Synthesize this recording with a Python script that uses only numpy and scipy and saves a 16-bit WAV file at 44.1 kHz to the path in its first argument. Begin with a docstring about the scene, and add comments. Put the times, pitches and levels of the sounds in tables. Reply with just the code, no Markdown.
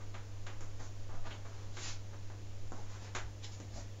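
"""Hands work on a wig on a mannequin head in a small, hard-walled room.
From the start, fingers and a tool tap lightly over mains hum, a low rumble and hiss.
Hair rustles in short strokes as strands slip past each other, and near 1.9 s it swishes as the head turns.
One sharp tap comes at 3.15 s, then a last few rustles, small scrapes and dull bumps.
All of it is heard through a microphone that loses the highest treble."""
import sys
import numpy as np
from scipy import signal
from scipy.fft import rfft, irfft, next_fast_len
from scipy.io import wavfile
from scipy.ndimage import uniform_filter1d

SR = 44100
rng = np.random.default_rng(int(sys.argv[2]) if len(sys.argv) > 2 else 0)


def dump(signal):
    """Clip the signal to [-1, 1] and save it as 16-bit WAV at the path in sys.argv[1]."""
    limited = np.clip(np.atleast_2d(signal).T, -1, 1)
    pcm = np.round(limited * 32767).astype(np.int16)
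    wavfile.write(sys.argv[1], SR, pcm)


N = 176400   # 4 seconds

# Light taps: start_s, hardness_0_to_1, level_db, bass_db, upper_mid_db, treble_db, direct_db
# (the last four are relative to level_db)
TAPS = [(0.003, 0.021, -8.5, -10, -22, -29, -8), (0.143, 0.94, -4.5, -6, -9, -18.5, -13),
        (0.466, 0.96, -3, -7, -7.5, -14.5, -14), (0.608, 0.97, -8.5, -1.5, -16, -7.5, -9),
        (0.795, 0.58, -9, 6.5, -14, -14, -10), (1.093, 0.57, -8, 3, -25, -24, -8),
        (1.133, 0, -9, 2, -19, -20, -12), (1.307, 0.63, -12, 3, 2.5, -10, -20),
        (1.452, 0.66, -9, 1, -18, -18, -10), (1.770, 0.86, -4.5, -4.5, -7, -11.5, -7.5),
        (2.133, 0.98, -12, 4, -14, -21, -8), (2.301, 1, -12, 6, -18, -24, -6.5),
        (2.721, 0.82, -8.5, 8, -27, -13, 0), (2.949, 0.18, -14, 0, -10.5, -8, -5),
        (3.075, 0.65, -17, 0, -6, -23, -8), (3.150, 0.88, 6.5, -7.5, -9.5, -11.5, -13.5),
        (3.602, 1, -19, 19.5, -5, 0.5, -4.5)]
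# Where a tap's tone is set: bass_hz, mid_hz, upper_mid_hz, treble_hz
TAP_BANDS_HZ = [300, 1300, 3200, 6500]
# The tone all taps share: frequency_hz, gain_db
TAP_TONE = [(130, -1), (350, -2.5), (560, -0.5), (800, -0.5), (1300, -2.5), (2100, -0.5), (2900, -2),
            (3850, -0.5), (4700, -7), (6700, 1.5)]
# Notes that the tapped things ring at: pitch_hz, gain_db, decay_s (time to fade by 60 dB)
RING_NOTES = [(368, -0.5, 0.21), (591, -2, 0.11), (993, -13, 0.094), (1231, 5, 0.086), (1615, 7, 0.087),
              (2230, -5.5, 0.13), (6740, -10, 0.076)]
# Strokes over the hair: peak_s, rise_s, fall_s, level_db, bass_db, mid_db, treble_db
# (the last three are relative to level_db)
STROKES = [(0.835, 0.044, 0.025, -58.5, 13, 10.5, 10.5), (1.265, 0.016, 0.0086, -44.5, 7.5, 14, -7),
           (1.335, 0.024, 0.022, -55.5, 12, 15, -4), (1.57, 0.095, 0.099, -59, 14.5, 12, 1),
           (1.868, 0.083, 0.044, -39.5, -1.5, -2, 3), (2.775, 0.035, 0.051, -63.5, 19, 17, 8),
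           (2.935, 0.06, 0.014, -54.5, -5, 11, 2.5), (3.039, 0.034, 0.022, -51, 14, 9, 1),
           (3.445, 0.013, 0.0058, -40.5, 3.5, -1, 2.5), (3.523, 0.011, 0.014, -50, 8, -4, 6),
           (3.766, 0.035, 0.037, -51, 15, 6, 8)]
# Where a stroke's tone is set: bass_hz, mid_hz, upper_mid_hz, treble_hz
STROKE_BANDS_HZ = [350, 900, 3200, 6500]
# Small scrapes that catch at one pitch: peak_s, swell_s, pitch_hz, width_hz, level_db
SCRAPES = [(1.32, 0.0092, 2950, 700, -51.5), (2.41, 0.052, 325, 80, -60.5), (2.785, .025, 857, 110, -56.5),
           (3.447, .012, 3360, 1710, -52), (3.777, 0.027, 646, 220, -53)]
# One slow microphone sway, then dull handling bumps: peak_s, swell_s, pitch_hz, width_hz, level_db
BUMPS = [(1.19, 0.074, 8.4, 2.4, -30), (2.738, 0.0089, 215, 44, -50.5), (3.24, 0.065, 54.7, 14, -47),
         (3.612, 0.017, 204, 150, -53.5), (3.80, 0.065, 37, 12, -49)]
# How long the room takes to fade by 60 dB: frequency_hz, decay_s
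ROOM_DECAY = [(150, 0.25), (500, 0.29), (1300, 0.3), (3000, 0.21), (7000, 0.19)]
# Mains hum: pitch_hz, level_db
HUM = [(100, -47), (200, -72.5), (300, -68)]
# The tone of the low rumble: frequency_hz, gain_db
RUMBLE_TONE = [(1, -20), (4, -18.5), (8, -4.5), (13, -11.5), (22, -47), (38, -42), (50, -28), (75, -30),
               (120, -43), (250, -80)]
# The tone of the room's steady hiss: frequency_hz, gain_db
ROOM_TONE = [(100, -50.5), (180, -42.5), (300, -45), (520, -43.5), (750, -49), (1300, -54.5), (2500, -56),
             (4500, -58), (6800, -55.5)]
# The microphone's treble loss: frequency_hz, gain_db
MIC_TONE = [(7100, -1.5), (7450, -8), (7750, -24), (8100, -57), (9000, -68)]

SCUFF_S, RING_DB, RING_BUILD_S = 0.011, -44.5, 0.0036
SLIPS_PER_S, SLIP_SPREAD_DB, SMOOTH_SHARE, STROKE_DIRECT_DB = 2500, 1.5, 0.31, -8
ROOM_BUILD_S, ROOM_SMOOTHING_HZ = 0.00067, 140
FAR_WALL_S, FAR_WALL_DB = 0.034, -11
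HISS_DB, CUTOFF_HZ = -79, 15700


def taps():
    """Hard taps click and soft ones scuff; the spot that is touched sets the tone."""
    out, t = np.zeros(N), np.arange(SR // 8) / SR
    lead = SR // 100   # silence in front gives the tone shaping space to spread
    for start_s, hardness, level_db, bass, upper_mid, treble, direct_db in TAPS:
        click = t == 0
        scuff = unit_energy(rng.standard_normal(len(t)) * np.sqrt(t) * np.exp(-(t / SCUFF_S) ** 2 / 2))
        contact = np.sqrt(hardness) * click + np.sqrt(1 - hardness) * scuff
        tap = shape_tone(np.pad(contact, (lead, 0)), TAP_TONE)
        tap = shape_tone(tap, list(zip(TAP_BANDS_HZ, [bass, 0, upper_mid, treble])))
        add(out, from_db(level_db) * room(tap, direct_db), start_s - lead / SR)
    return out


def tap_ringing():
    """Every tap sets the same few notes ringing, bright taps more than dull ones."""
    start_s, _, level_db, _, upper_mid_db = np.transpose(TAPS)[:5]
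    out = np.zeros(N)
    for pitch_hz, gain_db, decay_s in RING_NOTES:
        strike_db = level_db + upper_mid_db / 2 + gain_db + RING_DB + rng.normal(0, 1, len(TAPS))
        clicks = np.zeros(N)
        clicks[(start_s * SR).astype(int)] = from_db(strike_db)
        out += ring(clicks, pitch_hz, decay_s)
        out -= ring(clicks, pitch_hz, RING_BUILD_S * np.log(1000))   # softens the start of the note
    return out


def ring(clicks, pitch_hz, decay_s):
    """Each click starts a pure note that fades by 60 dB in decay_s."""
    fade, angle = from_db(-60 / (decay_s * SR)), 2 * np.pi * pitch_hz / SR
    return signal.lfilter([0, np.sin(angle)], [1, -2 * fade * np.cos(angle), fade ** 2], clicks + 1e-18)


def hair_strokes():
    """The rustle of hair swells and fades with the speed of each stroke."""
    out, friction = np.zeros(N), hair_friction()
    for peak_s, rise_s, fall_s, level_db, bass, mid, treble in STROKES:
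        t = np.arange(N) / SR - peak_s
        near = np.abs(t) < .5
        slope_s = np.where(t[near] < 0, rise_s, fall_s)
        speed = np.exp(-(t[near] / slope_s) ** 2 / np.sqrt(2))
        rustle = shape_tone(friction[near] * speed, list(zip(STROKE_BANDS_HZ, [bass, mid, 0, treble])))
        add(out, from_db(level_db) * room(rustle, STROKE_DIRECT_DB), peak_s - .5)
    return out


def hair_friction():
    """Strands slip past each other, making tiny clicks on top of a smooth hiss."""
    slips = (rng.random(N) < SLIPS_PER_S / SR) * rng.choice([-1, 1], N)
    slips = slips * from_db(SLIP_SPREAD_DB * np.minimum(rng.exponential(1, N), 4))
    hiss = np.sqrt(SMOOTH_SHARE) * rng.standard_normal(N)
    return hiss + np.sqrt((1 - SMOOTH_SHARE) * N) * unit_energy(slips)


def uneven_pushes(rows):
    """A scrape or bump is an uneven push that swells and fades around one pitch."""
    out, t = np.zeros(N), np.arange(SR) / SR - .5
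    for peak_s, swell_s, pitch_hz, width_hz, level_db in rows:
        band = signal.iirpeak(pitch_hz, pitch_hz / width_hz, fs=SR)
        push = signal.lfilter(*band, signal.lfilter(*band, rng.standard_normal(SR)))
        swell = np.exp(-(t / swell_s) ** 2 / 2)
        add(out, from_db(level_db) * np.linalg.norm(swell) * unit_energy(push * swell), peak_s - .5)
    return out


def room(sound, direct_db):
    """The direct sound, then a wash of wall echoes, new for each spot, whose treble dies first."""
    t = np.arange(SR // 3) / SR
    noise, hz = rfft(rng.standard_normal(len(t))), np.fft.rfftfreq(len(t), 1 / SR)
    bands_hz, decays_s = np.transpose(ROOM_DECAY)
    echoes = np.zeros(len(t))
    for weights, decay_s in zip(np.eye(len(bands_hz)), decays_s):
        band = irfft(noise * read_curve(list(zip(bands_hz, weights)), hz), len(t))
        echoes += band * unit_energy(from_db(-60 * t / decay_s) * (1 - np.exp(-t / ROOM_BUILD_S)))
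    # A second wave of echoes comes back from the far wall.
    echoes += from_db(FAR_WALL_DB) * np.pad(echoes, (int(FAR_WALL_S * SR), 0))[:len(t)]
    # Even out the echoes so that no range of pitches stands out.
    spectrum = rfft(echoes, 2 * len(t))
    power = uniform_filter1d(np.abs(spectrum) ** 2, size=int(2 * ROOM_SMOOTHING_HZ / hz[1]))
    echoes = irfft(spectrum / np.sqrt(power))[:len(t)]
    return signal.fftconvolve(sound, echoes + from_db(direct_db) * (t == 0))


def background():
    """The mains hums on three steady notes over a low rumble and the room's hiss."""
    t = np.arange(N) / SR
    hum = sum(np.sqrt(2) * from_db(db) * np.sin(2 * np.pi * (hz * t + rng.random())) for hz, db in HUM)
    below_300_hz = signal.butter(2, 300, fs=SR, output="sos")
    rumble = signal.sosfilt(below_300_hz, shape_tone(rng.standard_normal(N), RUMBLE_TONE))
    return hum + rumble + shape_tone(rng.standard_normal(N), ROOM_TONE)


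def from_db(db):
    """Turn decibels into a number to multiply by."""
    return 10 ** (np.asarray(db) / 20)


def read_curve(points, hz):
    """Read between a table's rows, giving every octave equal space."""
    known_hz, values = np.transpose(points)
    return np.interp(np.log(np.maximum(hz, 1e-3)), np.log(known_hz), values)


def shape_tone(sound, points):
    """Turn frequencies up or down along a curve of (frequency_hz, gain_db) points."""
    size = next_fast_len(2 * len(sound))
    gain = from_db(read_curve(points, np.fft.rfftfreq(size, 1 / SR)))
    return irfft(rfft(sound, size) * gain, size)[:len(sound)]


def unit_energy(sound):
    """Scale a sound to a total energy of one."""
    return sound / np.sqrt(np.sum(sound ** 2) + 1e-20)


def add(out, sound, start_s):
    """Mix a sound into a track from start_s on."""
    start = int(start_s * SR)
    part = sound[max(-start, 0):N - start]
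    out[max(start, 0):max(start, 0) + len(part)] += part


def scene():
    """Taps, hair strokes, scrapes and bumps over the background, in one channel."""
    mix = background() + taps() + tap_ringing() + hair_strokes()
    return (mix + uneven_pushes(SCRAPES) + uneven_pushes(BUMPS))[None]


def record(dry):
    """The microphone loses the highest treble; faint recorder hiss reaches up to the cut-off."""
    heard = shape_tone(dry[0], MIC_TONE) + from_db(HISS_DB) * rng.standard_normal(N)
    below_cutoff = signal.ellip(10, .1, 70, CUTOFF_HZ, fs=SR, output="sos")
    return signal.sosfilt(below_cutoff, heard)[None]


dry = scene()
out = record(dry)
dump(out)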